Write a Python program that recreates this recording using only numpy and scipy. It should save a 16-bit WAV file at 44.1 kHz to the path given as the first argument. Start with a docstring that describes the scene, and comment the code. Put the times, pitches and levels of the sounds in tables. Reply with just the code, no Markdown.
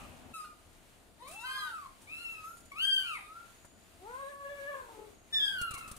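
"""Kittens mew close to a phone in a small hard-walled room, overlapping; an older cat answers lower.
Cloth rustles and bumps near the microphones, something taps once, thin tones come and go over hum and hiss.
Calls are stacks of partials on trembling pitch curves, with breath noise, and the walls answer them.
Rustles and the tap are short noise bursts, the thin tones are fuzzy sines, and the bed is shaped noise
with a drone and an earlier mew's ringing at the start."""
import sys
import numpy as np
from scipy import signal
from scipy.fft import rfft, irfft, next_fast_len
from scipy.io import wavfile
from scipy.ndimage import uniform_filter1d, map_coordinates

SR = 44100
rng = np.random.default_rng(int(sys.argv[2]) if len(sys.argv) > 2 else 0)


def elevation(decibels):
    """Turn decibel levels (scalar or array-like) into linear amplitude ratios."""
    levels = np.asarray(decibels, float)
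    return 10 ** (levels / 20)


def waveform_to_disk(signal):
    """Save audio, clipped to [-1, 1], as 16-bit WAV at the path in sys.argv[1]."""
    frames = np.transpose(np.atleast_2d(signal))
    scaled = np.clip(frames, -1, 1) * 32767
    samples = np.round(scaled).astype(np.int16)
    wavfile.write(sys.argv[1], SR, samples)


N = 263700
TIME = np.arange(N) / SR


def unit(x):
    """Bring to rms 1."""
    return x / np.sqrt(np.mean(x ** 2) + 1e-20)


def along(points, hz):
    """Read a curve of (f/Hz, value) points on a log frequency axis."""
    f, v = np.transpose(points)
    return np.interp(np.log(hz + 1), np.log(f + 1), v)


def wobble(rate, size=N):
    """A smooth random curve, rate knots a second."""
    knots = rng.standard_normal(int(size * rate / SR) + 4)
    return map_coordinates(knots, [np.arange(size) * rate / SR])


def filtered(x, response):
    """Multiply the spectrum of x by a complex response of frequency."""
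    m = next_fast_len(N + 8192)
    return irfft(rfft(x, m) * response(np.fft.rfftfreq(m, 1 / SR)), m)[..., :N]


def rush(gain, patchy_db):
    """Stereo noise of rms 1 with patches of random gain; its width and lean vary with frequency."""
    # left-right correlation of the noise: f/Hz, correlation
    likeness = [(60, 0.87), (180, 0.38), (550, 0.57), (1650, 0.018), (4970, 0.24), (15000, 0.59)]
    # left over right: f/Hz, level/dB
    tilt = [(60, -1.5), (180, 14.5), (550, -0.5), (1650, 2.5), (4970, -0.5), (15000, 0.5)]
    z = signal.stft(rng.standard_normal((2, N)), nperseg=512)[2]
    field = uniform_filter1d(rng.standard_normal(z.shape[1:]), 8, axis=0)
    field = uniform_filter1d(field, 10, axis=1)
    pair = signal.istft(z * elevation(patchy_db * unit(field)), nperseg=512)[1][:, :N]

    def mid_side_gain(hz):
        turn = np.arccos(np.clip(along(likeness, hz), -1, 1)) / 2
        return gain(hz) * [np.cos(turn), np.sin(turn)]

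    mid, side = filtered(pair, mid_side_gain)
    both = np.array([mid + side, mid - side])
    return unit(filtered(both, lambda hz: elevation(np.outer([.5, -.5], along(tilt, hz)))))


def voice(rows, upper_db, slope_db, hoarse_s, third_db, third_follows, jitter, breath_db, full_hz):
    """Smooth vocal folds: a stack of partials on a slightly trembling pitch, with breath pulsing once a cycle."""
    # the mouth's color on the 4th and higher partials: f/Hz, level/dB
    mouth = [(1500, 3), (4000, 8.5), (5500, -7.5), (8000, -9), (9500, -1.5), (11000, -9.5), (13000, -13.5),
             (15500, -41)]
    brightens = .3  # dB the 3rd and higher partials gain for each dB of effort
    slack_db_per_octave = 18  # the 3rd and higher partials fade as the folds slacken below full voice
    hoarse_least, hoarse_most = .1, .65  # scatter of the cycles' size, rising as the call runs out of air
    hoarse_grows_s = .15  # longest onset of the hoarseness

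    s, *cols = np.transpose(rows)
    at = slice(round(s[0] * SR), round(s[-1] * SR))
    t = TIME[at]
    hz, level_db, open_db = [np.interp(t, s, c) for c in cols]
    effort_db = level_db - level_db.max()
    slack_octaves = np.minimum(np.log2(hz / full_hz), 0)
    first = level_db - 10 * np.log10(1 + elevation(open_db) ** 2)  # 1st and 2nd together make level_db
    third = first + third_db + third_follows * open_db
    third = third + brightens * effort_db + slack_db_per_octave * slack_octaves
    partial_db = [first, first + open_db, third]

    hz = uniform_filter1d(hz, size=900, mode="nearest")  # muscles round the corners
    waver = .007 * wobble(24, size=len(t))
    hz = hz * (1 + waver + jitter * wobble(59.45, size=len(t)))
    phase = 2 * np.pi * np.cumsum(hz) / SR
    tone = 0
    for k in range(1, 13):
        if k <= 3:
            db = partial_db[k - 1]
        else:
            db = third + upper_db + slope_db * (k - 4) + along(mouth, k * hz)
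        shimmer = (2.2 + .3 * k) * wobble(45, size=len(t))
        audible = k * hz < 15500
        tone = tone + np.sqrt(2) * elevation(db + shimmer) * audible * np.sin(k * phase + k * k)

    onset = np.clip((t - s[-1] + hoarse_s) / min(hoarse_s, hoarse_grows_s), 0, 1)
    hoarse = hoarse_least + (hoarse_most - hoarse_least) * onset
    tone = tone * (np.sqrt(1 - hoarse ** 2) + hoarse * wobble(300, size=len(t)))
    air = elevation(breath_db) * unit(np.diff(rng.standard_normal(len(t) + 1)))
    breath = elevation(level_db) * (1 + 0.63 * np.sin(phase)) * air
    edge = np.clip(np.minimum((t - s[0]) / 0.0055, (s[-1] - t) / 0.019), 0, 1)
    out = np.zeros(N)
    out[at] = edge * (tone + breath)
    return out


def walls(x):
    """Each frequency of the room's answer dies at its own speed, differently at each microphone."""
    # decay of the room: f/Hz, t60/s
    decay = [(300, 0.22), (1500, 0.37), (4000, 0.33), (12000, 0.53)]
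    hz, t, z = signal.stft(rng.standard_normal((2, SR // 2)), SR, nperseg=256)
    tail = signal.istft(z * elevation(-60 * t / along(decay, hz)[:, None]), SR, nperseg=256)[1]
    late = np.pad(x, (200, 0))[None]  # the answer starts 200 samples after the call
    return signal.fftconvolve(late, tail / np.linalg.norm(tail[0]), axes=1)[:, :N]


def cats():
    """Each call reaches the two microphones with its own lag and lean, then the room answers."""
    # one table a call: t/s, pitch f/Hz, level ahead of the mix/dB, mouth opening (2nd partial over 1st)/dB
    kitten = [
        [(.33, 1372, -82, -23), (.34, 1329, -52.5, 0), (.41, 1242, -48.5, -24), (.472, 1220, -61, -14),
         (.63, 1205, -78.5, -14)],
        [(1.43, 1399, -61, -25), (1.45, 1532, -45, -9.5), (1.58, 1635, -45.5, -8), (1.664, 1517, -47.5, -14),
         (1.784, 1236, -52, -23), (1.88, 1011, -56.5, -11)],
        [(2.07, 1109, -60.5, 21), (2.11, 1274, -51, 20), (2.218, 1394, -48, 15), (2.27, 1348, -50, 17.5),
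         (2.43, 1245, -58.5, -3), (2.46, 1300, -69, -18)],
        [(2.715, 1110, -45, 5.5), (2.744, 1113, -57, -19), (2.814, 1498, -38.5, 20), (2.83, 1560, -33, 14.5),
         (2.865, 1622, -37, 13), (2.92, 1565, -35.5, 12.5), (2.99, 1549, -39.5, 7), (3.026, 1507, -45.5, 13),
         (3.094, 1369, -46, -4.5), (3.156, 1126, -47, 9), (3.18, 936, -54.5, 3.5), (3.205, 690, -51, -10)],
        [(5.324, 1772, -45.5, 5), (5.345, 1801, -30, 19.5), (5.4, 1694, -38, 11), (5.455, 1640, -35, 11),
         (5.52, 1577, -44, -5), (5.627, 1405, -42.5, -26), (5.695, 1310, -49, -12), (5.74, 1153, -56.5, -4),
         (5.8, 982, -60, 4)],
    ]
    sibling = [
        [(.44, 1520, -70, -12), (.452, 1370, -54, -14), (.51, 1520, -98, -10)],
        [(1.19, 865, -70, -4), (1.23, 1000, -59, -16), (1.31, 1291, -61, 11), (1.404, 1353, -52, 16),
         (1.5, 1250, -58.5, -5), (1.602, 1206, -49, -16.5), (1.67, 1254, -56, -16)],
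        [(2.44, 1230, -49.5, -39), (2.498, 1384, -57.5, -24), (2.6, 1383, -76, -22)],
        [(3.03, 1132, -55, 7), (3.085, 1290, -56, 23), (3.13, 1293, -58.5, 2), (3.262, 1225, -61.5, -7),
         (3.354, 1371, -56, -37), (3.414, 1368, -58.5, -50), (3.52, 1344, -105, -20)],
        [(5.58, 1440, -43, -2), (5.646, 1400, -50.5, -4), (5.67, 1399, -56, 12), (5.77, 1364, -54, 3),
         (5.96, 1180, -61.5, -23)],
    ]
    third_kitten = [
        [(1.22, 494.3, -60, 2), (1.266, 526, -61, 0.5), (1.366, 840, -62, -24), (1.478, 1045, -53, -12.5),
         (1.58, 1054, -58.5, -5.5), (1.694, 912, -61, -5), (1.75, 847, -72, -18)],
    ]
    elder = [
        [(3.99, 328.8, -70, 1), (4.068, 432, -52.5, 0.5), (4.158, 528, -51, 9), (4.3, 572.6, -55, -5),
         (4.376, 549, -55, 8), (4.5, 568, -51.5, -8.5), (4.626, 556.7, -52.5, -16), (4.694, 579.6, -48.5, -3.5),
         (4.826, 514.3, -53.5, 1.5), (4.86, 468.8, -58.5, 5), (4.966, 433, -59, -2), (5.07, 425, -60, -15),
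         (5.15, 410, -78, -22)],
    ]
    # one list a cat in that order, one row a call: left leads/ms, left over right/dB,
    # upper partials' level/dB, their slope/dB a partial, hoarse ending/s
    places = [
        [(.1, 4, 5, .1, .01), (-.15, 1.5, -1.5, .7, .03), (-.15, 5, -1, .8, .01), (-.153, 4, -2, .6, .03),
         (-.15, 3, -5, 0.1, .1)],
        [(-.0076, 2, -4, 1, .01), (-.13, 7.5, -1.5, .6, .01), (-.13, 4, 8, 1.5, .03), (-.12, 2, -7, 1.3, .01),
         (-.17, 2, -10, 2, .3)],
        [(.05, .5, 4, -2, .01)],
        [(.25, 5, -18, -8, .45)],
    ]
    # one row a cat: base level of 3rd partial over 1st/dB, share of the opening it follows,
    # pitch jitter/share, breath level/dB, full-voice pitch f/Hz
    throats = [(-12.5, 0.57, 0.00453, -41, 1210), (-9, .55, 0.0068, -22, 990), (-5, 1, 0.0051, -14, 880),
               (-2.5, 0.079, 0.0076, -22, 500)]
    out, side = np.zeros((2, N)), np.array([[.5], [-.5]])
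    for calls, spots, throat in zip((kitten, sibling, third_kitten, elder), places, throats):
        for rows, (lead_ms, lean_db, *timbre) in zip(calls, spots):
            call = voice(rows, *timbre, *throat)

            def path(f):
                return elevation(side * lean_db) * np.exp(2j * np.pi * f * side * lead_ms / 1000)

            out += elevation(4.0) * filtered(call, path) + elevation(3.5) * walls(call)
    return out


def rustles():
    """Cloth brushing the phone: a short bright swish and a dull bump in the case that grows almost in step."""
    # brushes: t/s, strength/dB, swish t60/s
    brushes = [(1.275, -47.5, 0.18), (1.309, -50.5, 0.24), (1.333, -57, 0.15), (1.4056, -54, 0.15),
               (2.013, -56.5, 0.25), (2.5672, -53, 0.15), (2.6034, -55, 0.048), (2.6542, -52, 0.054),
               (3.648, -51.5, 0.064), (5.444, -52.5, .22), (5.6129, -30, 0.042), (5.7073, -36.5, 0.052),
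               (5.7379, -36.5, 0.072), (5.775, -47, 0.2), (5.8765, -44.5, 0.092), (5.913, -34.5, 0.04),
               (5.9628, -45.5, 0.085)]
    # color of the cloth: f/Hz, relative level/dB
    cloth = [(300, -5), (1500, -6), (3600, -6), (5800, -5.5), (9450, 3), (12600, -11), (15500, -4)]
    swish_attack_s = .0035
    bump_db, bump_grows = -40.5, 0.92  # bump's drive at a -45 dB brush; dB per dB of brush
    swish, bump, t = np.zeros(N + SR), np.zeros(N + SR), TIME[:SR // 4]
    push = t / 0.0015
    thump = (1 - push) * push * np.exp(-push)
    for s, db, t60 in brushes:
        start = round(s * SR)
        swish[start:][:len(t)] += elevation(db + 1.5 - 60 * t / t60) * (1 - np.exp(-t / swish_attack_s))
        bump[start:][:len(t)] += elevation(bump_db + bump_grows * (db + 45)) * thump
    return swish[:N] * rush(lambda hz: elevation(along(cloth, hz)), patchy_db=0.0) + bump[:N]


def knock():
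    """One dull tap somewhere in the room: a quick burst of noise without much bass or treble."""
    t = np.maximum(TIME - 3.643, 0)
    envelope = elevation(-51.5 - 60 * t / .09) * (1 - np.exp(-t / .003))

    def dull(hz):
        return 1 / (1 + (hz / 1900) ** 6) / (1 + (300 / (hz + 1)) ** 4)

    return envelope * rush(dull, patchy_db=0)


def whistles():
    """Faint, fuzzy tones that creep up or down; the higher, the wider."""
    # glides: start t/s, end t/s, from f/Hz, to f/Hz, level/dB
    glides = [(0.0, 5.98, 4770, 4590, -78), (0.0, 4.5, 9470, 9420, -74), (1.99, 2.07, 958, 856, -59.5),
              (2.28, 2.31, 394, 360, -58), (2.4, 2.75, 6570, 7050, -63), (3.42, 3.92, 6640, 7040, -65.5),
              (4.1, 4.42, 8500, 8900, -62), (4.2, 4.32, 3800, 4000, -65), (5.078, 5.32, 6670, 6610, -68),
              (5.448, 5.533, 742, 917, -57)]
    out = np.zeros((2, N))
    for start, end, from_hz, to_hz, db in glides:
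        share = np.clip((TIME - start) / (end - start), 0, 1)
        tone = np.sin(2 * np.pi * np.cumsum(from_hz + (to_hz - from_hz) * share) / SR)
        fuzz = np.array([wobble(from_hz / 25), wobble(from_hz / 25)])
        out += elevation(db) * np.sin(np.pi * share) ** .5 * fuzz * tone
    return out


def bed_noise(gain):
    """Slightly patchy stereo noise of rms 1, the raw stuff of the background."""
    return rush(gain, patchy_db=.6)


def hand():
    """A hand shifting on the phone, 0 to 1: it raises the hum and the hiss near the end."""
    return np.clip((TIME - 5.23) / 0.17, 0, 1)


def hiss(calls):
    """Airy noise, strongest at first, that flickers and swells with the calls and under the hand."""
    # color of the hiss: f/Hz, relative level/dB
    airy = [(530, -33), (900, -3), (1400, -5.5), (2570, -5), (4300, -9), (4700, -12.5), (5700, -13),
            (6900, -10), (8600, -10.5), (9500, -9), (10500, -14.5), (15500, -16.5)]
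    quiet_db, swell_most_db, hand_db = -65, 7.5, 6
    knee_db, smooth_s = -49, .07  # call level at half the swell; averaging time of the swell
    start_db, settles_s = 11, 0.16  # extra hiss at first, and how fast it settles
    loud = np.sqrt(np.abs(uniform_filter1d(np.mean(calls ** 2, axis=0), size=2000)))
    busy = uniform_filter1d(loud / (loud + elevation(knee_db)), round(smooth_s * SR))
    swell_db = np.maximum(swell_most_db * busy, hand_db * hand())
    swell_db = swell_db + start_db * np.exp(-TIME / settles_s)
    flicker_db = 1.1 * wobble(7) + 1.1 * wobble(16)
    return elevation(quiet_db + swell_db + flicker_db) * bed_noise(lambda hz: elevation(along(airy, hz)))


def hum():
    """Low rumbling noise, a little louder under the hand."""
    # color of the hum: f/Hz, relative level/dB
    low = [(15, -40), (28, -1), (50, -11.5), (80, -6), (150, -16), (295, -13), (530, -17), (690, -13.5),
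           (950, -26), (1500, -23.5), (2500, -54)]
    return elevation(-62 + 3 * hand()) * bed_noise(lambda hz: elevation(along(low, hz)))


def drone():
    """Noise through a row of resonances that stops short after the first third of a second."""
    # resonances: center f/Hz, half-width/Hz, relative level/dB
    resonances = [(81.6, 7.1, 3), (241, 6.1, 4), (493, 20, -20), (734, 115, -9), (1230, 73, -28),
                  (2490, 400, -24.5)]

    def ring(f):
        return sum(elevation(db) * w / np.sqrt((f - c) ** 2 + w ** 2) for c, w, db in resonances)

    fade_db = np.interp(TIME, [0, .15, .325, .335], [-49.5, -53, -52.5, -100])
    return elevation(fade_db) * bed_noise(ring)


def echo():
    """An earlier mew still ringing in the room: two dying bands of noise, cut off after 0.33 s."""
    # bands: center f/Hz, half-width/Hz, level at the start/dB
    bands = [(1230, 100, -53.5), (2630, 260, -55.5)]
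    out = np.zeros((2, N))
    for hz, width, db in bands:
        out += elevation(db - 60 * TIME / .5) * bed_noise(lambda f: np.exp(-((f - hz) / width) ** 2))
    return out * (TIME < .33)


def scene():
    """Everything at the two microphones."""
    calls = cats()
    return calls + rustles() + knock() + whistles() + hiss(calls) + hum() + drone() + echo()


def low_pass(x):
    """Removes everything above the highest recorded frequency."""
    return signal.sosfilt(signal.butter(12, 15730, fs=SR, output="sos"), x)


def record(dry):
    """The microphones fall off at the very top, with nothing from 15.7 kHz up."""
    mix = filtered(dry, lambda hz: (hz < 15700) / (1 + (hz / 15200) ** 16))
    return low_pass(mix)


dry = scene()
out = record(dry)
waveform_to_disk(out)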